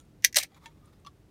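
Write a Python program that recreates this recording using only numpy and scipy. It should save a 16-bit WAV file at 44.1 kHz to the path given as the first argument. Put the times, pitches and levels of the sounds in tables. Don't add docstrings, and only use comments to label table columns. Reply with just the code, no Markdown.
import sys
import numpy as np
from scipy import signal
from scipy.fft import rfft, irfft, next_fast_len
from scipy.io import wavfile
from scipy.ndimage import map_coordinates

SR = 44100
rng = np.random.default_rng(int(sys.argv[2]) if len(sys.argv) > 2 else 0)


def invert_db(x):
    u = np.asarray(x, float) / 20
    return 10 ** u


def bounce(signal):
    frames = np.transpose(np.atleast_2d(signal))
    limited = np.clip(frames, -1, 1)
    pcm = np.round(limited * 32767).astype(np.int16)
    wavfile.write(sys.argv[1], SR, pcm)


N = 57330

FAVOUR_DB = 5.5
RISE_S = .0002
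GAS_FLUTTER_DB = 3


def unit(x):
    return x / np.sqrt(np.mean(x ** 2) + 1e-20)


def along(points, hz):
    f, v = np.transpose(points)
    return np.interp(np.log(hz + 1), np.log(f + 1), v)


def curve(rows):
    s, db = np.transpose(rows)
    return np.interp(np.arange(N) / SR, s, db, left=-150, right=-150)


def wobble(rate):
    knots = rng.standard_normal(int(N * rate / SR) + 4)
    return map_coordinates(knots, [np.arange(N) * rate / SR])


def filtered(x, response):
    m = next_fast_len(2 * len(x))
    spectrum = rfft(x, m) * response(np.fft.rfftfreq(m, 1 / SR))
    return irfft(spectrum, m)[:len(x)]


def noise(spectrum, size):
    lowest_hz = spectrum[0][0] / 2
    colour = lambda hz: (hz > lowest_hz) * invert_db(along(spectrum, hz))
    return unit(filtered(rng.standard_normal(size), colour))


def fade(t, t60, rise):
    return invert_db(-60 * t / t60) * (1 - np.exp(-t / max(rise, 1e-5)))


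def ring(modes, t, t60, favour_hz=0):
    scatter_db, detune, phase_scatter = 1.5, .005, .4
    hz, db = np.transpose(modes)[..., None]
    if favour_hz:
        db = db - FAVOUR_DB * np.log2(hz / favour_hz) ** 2
    a, b, c = rng.standard_normal((3, len(modes), 1))
    phase = 2 * np.pi * hz * (1 + detune * b) * t + phase_scatter * c
    waves = invert_db(db + scatter_db * a) * np.sin(phase)
    return invert_db(-60 * t / t60) * waves.sum(0) / np.linalg.norm(invert_db(db))


def resonances(table):
    def peak(k, f):
        centre, width, db = table[k]
        damping = 1j * f * width
        return (-1) ** k * invert_db(db) * damping / (centre ** 2 - f ** 2 + damping)
    return lambda f: sum(peak(k, f) for k in range(len(table)))


def stick_slip():
    rate, size_db = 9000, 9.5
    when, size, sign = rng.random((3, N))
    return (when < rate / SR) * invert_db(-size_db * np.log(size + .02)) * (sign - .5)


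def driven(force, table):
    slips, response = stick_slip(), resonances(table)
    steady = filtered(slips, response)
    return filtered(slips * force, response) / np.sqrt(np.mean(steady ** 2))


def add(track, s, sound):
    part = track[max(round(s * SR), 0):][:len(sound)]
    part += sound[:len(part)]


def cabin(x):
    # frequency in Hz, t60 in seconds.
    decay = [(300, .06), (2000, .07), (6000, .068), (10000, .062), (15000, .055)]
    tail_db, delay_s = -8.5, .0015
    hz, t, z = signal.stft(rng.standard_normal(SR // 8), SR, nperseg=128)
    tail = signal.istft(z * invert_db(-60 * t / along(decay, hz)[:, None]), SR, nperseg=128)[1]
    tail = np.pad(tail / np.linalg.norm(tail), (round(delay_s * SR), 0))
    return x + invert_db(tail_db) * signal.fftconvolve(x, tail)[:len(x)]


def traffic():
    # frequency in Hz, density in dB per Hz.
    rumble = [(12, -49.5), (20, -11.5), (48, 0), (150, -5), (210, -8.5), (319, -11), (976, -27),
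              (1220, -28.5), (16000, -44.5)]
    # frequency in Hz, level in dB.
    hum = [(105, -73), (152, -65.5), (305, -69.5)]
    rumble_db, swell_db = -58, .3
    t = np.arange(N) / SR
    out = invert_db(rumble_db + swell_db * wobble(24)) * noise(rumble, N)
    for hz, db in hum:
        out += invert_db(db + 1.8 * wobble(5.6)) * np.sin(2 * np.pi * hz * t + 0.5 * wobble(17))
    return out


def rub():
    # time in seconds, level in dB.
    sliding = [(.5, -80), (.55, -67), (.6, -71), (.632, -66), (.66, -69), (.76, -80), (.86, -74),
               (.95, -72), (1.03, -86)]
    # frequency in Hz, density in dB per Hz.
    skin = [(700, 0.5), (1250, 13), (1600, -3.5), (2200, 3), (2800, -12.5), (3500, 1.5), (4500, -6),
            (9000, -13.5)]
    # centre in Hz, width in Hz, level in dB.
    hz, width, db = (4950, 170, -80)
    start, end = (.915, .98)
    size = round((end - start) * SR)
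    narrow = lambda f: 1 / (1 + ((f - hz) / width) ** 4)
    whistle = unit(filtered(rng.standard_normal(size), narrow))
    out = invert_db(curve(sliding) + 4.4 * wobble(72)) * noise(skin, N)
    add(out, start, invert_db(db) * np.hanning(size) ** .5 * whistle)
    return out


def finger_taps():
    # start in seconds, level in dB, favoured pitch in Hz, t60 in seconds.
    taps = [
        (.001, -48.5, 5500, 0.0077),
        (.010, -63.5, 6600, 0.053),
        (.052, -67, 8050, 0.015),
        (.6585, -40.5, 3430, 0.044),
        (.6635, -80, 2930, 0.028),
        (.668, -53, 3537, 0.027),
        (.677, -58.5, 3500, 0.046),
        (.857, -61.5, 9860, 0.018),
        (1.0, -66.5, 8050, 0.023),
    ]
    fumbles = [
        (.509, -86, 2200, 0.028),
        (.519, -64, 3195, 0.037),
        (.533, -62.5, 2200, .025),
        (.545, -57, 4030, 0.07),
        (.554, -65, 2480, 0.024),
        (.574, -68.5, 2300, 0.031),
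        (.625, -69.5, 2377, 0.054),
        (.636, -60.5, 2970, .04),
        (.646, -63.5, 2200, 0.048),
    ]
    first_tap = [
        (1.0487, -53, 3120, 0.034),
    ]
    late_taps = [
        (1.0637, -48, 3000, 0.055),
        (1.0695, -45, 3000, 0.031),
        (1.076, -53, 2560, 0.02),
        (1.082, -64.5, 3160, 0.025),
    ]
    # frequency in Hz, level in dB.
    loose_tab = [(1820, 15), (2200, 13.5), (2500, -10.5), (3150, 10.5), (3400, 13), (3890, 12), (4300, -6),
                 (4500, -12), (5950, 9.5), (6900, 10), (8597, 10), (9680, 14), (11500, -7)]
    damped_tab = [(1770, -3), (2100, 14.5), (2350, 14), (3250, 8), (3900, 0), (4400, 7), (4800, -8),
                  (5200, -11), (6900, 12.5), (9000, 2)]
    held_tab = [(1550, -1), (2730, -19), (3250, -15), (3420, 0), (4470, -8), (5370, -8), (6000, 8.5),
                (8000, -11)]
    bent_tab = [(1360, 8.5), (1800, -0.5), (2250, -11), (2860, -15), (3390, 4), (3850, -15), (4250, 2.5),
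                (4460, -6), (5040, 0), (5320, -2), (5930, -0.5), (7600, -1), (10300, 9.5)]
    scuff_db, scuff_life, longest_s = -3, 0.52, .045
    out, t = np.zeros(N), np.arange(SR // 7) / SR
    for table, modes in ((taps, loose_tab), (fumbles, damped_tab), (first_tap, held_tab), (late_taps, bent_tab)):
        for s, db, favour_hz, t60 in table:
            low_db = -FAVOUR_DB * np.log2(1000 / favour_hz) ** 2
            high_db = -4 - 2 * FAVOUR_DB * np.log2(16000 / favour_hz)
            colour = [(1000, low_db), (favour_hz, 0), (16000, high_db)]
            scuff = invert_db(scuff_db) * fade(t, scuff_life * t60, RISE_S) * noise(colour, len(t))
            metal = ring(modes, t, min(t60, longest_s), favour_hz)
            add(out, s, cabin(invert_db(db) * (metal + scuff)))
    return out


def air_pops():
    # start in seconds, level in dB, pitch in Hz, t60 in seconds, rise in seconds.
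    strikes = [(.3650, -25, 670, .03, .004), (.3715, -23, 610, .035, .002), (.3720, -34, 500, .04, .002),
               (.3720, -26, 900, .012, .001), (.2485, -38, 510, .028, .0004), (.2465, -33, 985, .02, .001),
               (.2465, -33, 1420, .012, .001), (.519, -54, 780, .07, .003), (.543, -56, 790, .05, .003),
               (.637, -57, 904, .07, .003), (.6585, -41.5, 922, .085, .002), (.822, -55, 1215, .12, .015),
               (1.0487, -47, 1150, .045, .001), (1.0637, -41, 1145, .035, .001),
               (1.0689, -35, 1145, .055, .002), (.004, -61, 1345, .09, .004),
               (1.0495, -54, 2740, .045, .002)]
    wet = .4
    out, t = np.zeros(N), np.arange(SR // 5) / SR
    for s, db, hz, t60, rise in strikes:
        tone = invert_db(db) * fade(t, t60, rise) * np.sin(2 * np.pi * hz * t)
        add(out, s, tone + wet * (cabin(tone) - tone))
    return out


def breath():
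    # frequency in Hz, density in dB per Hz.
    hiss = [(900, -17.5), (1500, -14), (3000, -8), (8000, -2), (15500, -9)]
    mouth = [(380, -28), (600, 1), (750, 2), (1000, -7), (1400, -6.5), (1700, -24)]
    # time in seconds, level in dB.
    gulp = [(.355, -64), (.364, -44), (.371, -35), (.380, -43), (.390, -42), (.404, -57), (.425, -71.5),
            (.434, -54), (.452, -68)]
    hiss_db = -8
    gas = tear_force() * invert_db(hiss_db + GAS_FLUTTER_DB * wobble(280)) * noise(hiss, N)
    return gas + invert_db(curve(gulp) + GAS_FLUTTER_DB * wobble(150)) * noise(mouth, N)


def folding_lid():
    # time in seconds, level in dB.
    flex = [(.380, -60), (.396, -47), (.402, -41), (.408, -46), (.414, -44), (.424, -49), (.430, -45),
            (.447, -52), (.457, -75)]
    # frequency in Hz, width in Hz, level in dB.
    lid = [(1770, 90, -3), (2080, 130, -1), (2320, 180, 0), (2560, 180, 0), (3150, 250, -14),
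           (4810, 200, -12)]
    # time in seconds, level in dB.
    creases = [
        (0.3994, -7),
        (0.4125, -5),
        (0.4264, -2),
    ]
    clicks = np.zeros(N)
    for s, db in creases:
        clicks[round(s * SR)] = invert_db(db)
    return driven(invert_db(curve(flex)), lid) + filtered(clicks, resonances(lid))


def tear_force():
    # time in seconds, level in dB.
    pull = [(.358, -44), (.365, -29), (.3700, -20), (.3745, -25), (.379, -33), (.388, -24.5), (.397, -38),
            (.424, -50), (.434, -43), (.452, -70)]
    return invert_db(curve(pull) + 2.5)


def tear():
    # frequency in Hz, width in Hz, level in dB.
    flap = [(2200, 220, -5.5), (3190, 280, -3.5), (3910, 190, 2.5), (4500, 1194, -5), (6200, 2400, -6.5),
            (8780, 290, -0.5), (10255, 2700, -21.5), (13800, 1200, -13.5)]
    return cabin(driven(tear_force(), flap) + folding_lid() + breath())


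def snaps():
    # start in seconds, level in dB, lid drum in dB over it, crack in dB over it,
    # favoured pitch in Hz.
    slips = [(.2232, -47.5, -7, -1, 6720), (.2270, -51.5, 3.5, -5.5, 5050), (.2312, -48, 1, -9.5, 5500),
             (.2362, -39, -6, -12, 4500), (.2422, -20, 3, 0, 6050), (.2608, -37.5, -10.5, -2, 7000),
             (.2790, -48, -7, -7, 5900), (.3272, -33.5, -8.5, -10, 5870), (.3312, -43, -4, -4, 6220),
             (.3450, -20, -7.5, -14, 5330), (.3506, -29, -3, -12, 5000), (.3582, -13, -8, -12, 6000),
             (.3645, -12, -10, -12, 6000), (.3608, -12, -9, -2.5, 4500), (.3684, -8, -15.5, -4, 5910),
             (.3815, -33.5, -4.5, -7, 4000), (.3902, -29.5, -13.5, 4, 3920), (.3998, -34, -15.5, 3.5, 8060),
             (.4050, -40.5, 5, 1, 5070), (.4128, -34.5, -5, -7.5, 7400), (.4285, -40.5, 1.5, 6.5, 6015),
             (.4322, -24.5, -24, 1, 6800), (.4342, -32.5, -5, -0.5, 4630)]
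    seal = [
        (.2464, -7, -2.8, 0.5, 5600),
    ]
    flap_break = [
        (.3709, -3, -10, 2, 3300),
    ]
    # frequency in Hz, level in dB.
    drum = [(1762, -8.5), (1990, 4.5), (2190, -3.5), (2330, -10.5), (2750, -1.5)]
    tab = [(3150, -6), (3960, -9.5), (4480, -2.5), (4820, -13), (5190, -3), (5620, 1.5), (6062, 3.5),
           (6500, -2), (7500, -9), (8600, -10), (10400, -7.5), (11700, -13), (13200, -7)]
    # frequency in Hz, density in dB per Hz.
    crack_colour = [(300, -26), (700, -31.5), (1300, -6.5), (1900, -14.5), (3000, -9.5), (5600, -4.5),
                    (8300, -14.5), (13400, -8.5), (16000, -21)]
    tab_t60, drum_t60, crack_t60 = .024, .026, .017
    lid_cut_hz = 1640
    out, t = np.zeros(N), np.arange(SR // 7) / SR
    for table, life in ((slips, .42), (seal, .95), (flap_break, .12)):
        for s, db, drum_db, crack_db, favour_hz in table:
            crack = invert_db(crack_db - 60 * t / (crack_t60 * life)) * noise(crack_colour, len(t))
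            metal = ring(tab, t, tab_t60 * life, favour_hz)
            metal += invert_db(drum_db) * ring(drum, t, drum_t60 * np.sqrt(life))
            onset = 1 - np.exp(-t / RISE_S)
            add(out, s, cabin(invert_db(db) * onset * (metal + crack)))
    return signal.sosfilt(signal.cheby1(6, 1, lid_cut_hz, 'highpass', fs=SR, output='sos'), out)


def scene():
    return (traffic() + rub() + finger_taps() + air_pops() + tear() + snaps())[None]


def low_pass(x):
    return signal.sosfilt(signal.butter(12, 16800, fs=SR, output="sos"), x)


def record(dry):
    top_hz, low_cut_hz = 15900, 36
    band = lambda hz: 1 / (1 + (hz / top_hz) ** 80) / (1 + (low_cut_hz / (hz + 1)) ** 4)
    mix = filtered(dry[0], band)[None]
    return low_pass(mix)


dry = scene()
out = record(dry)
bounce(out)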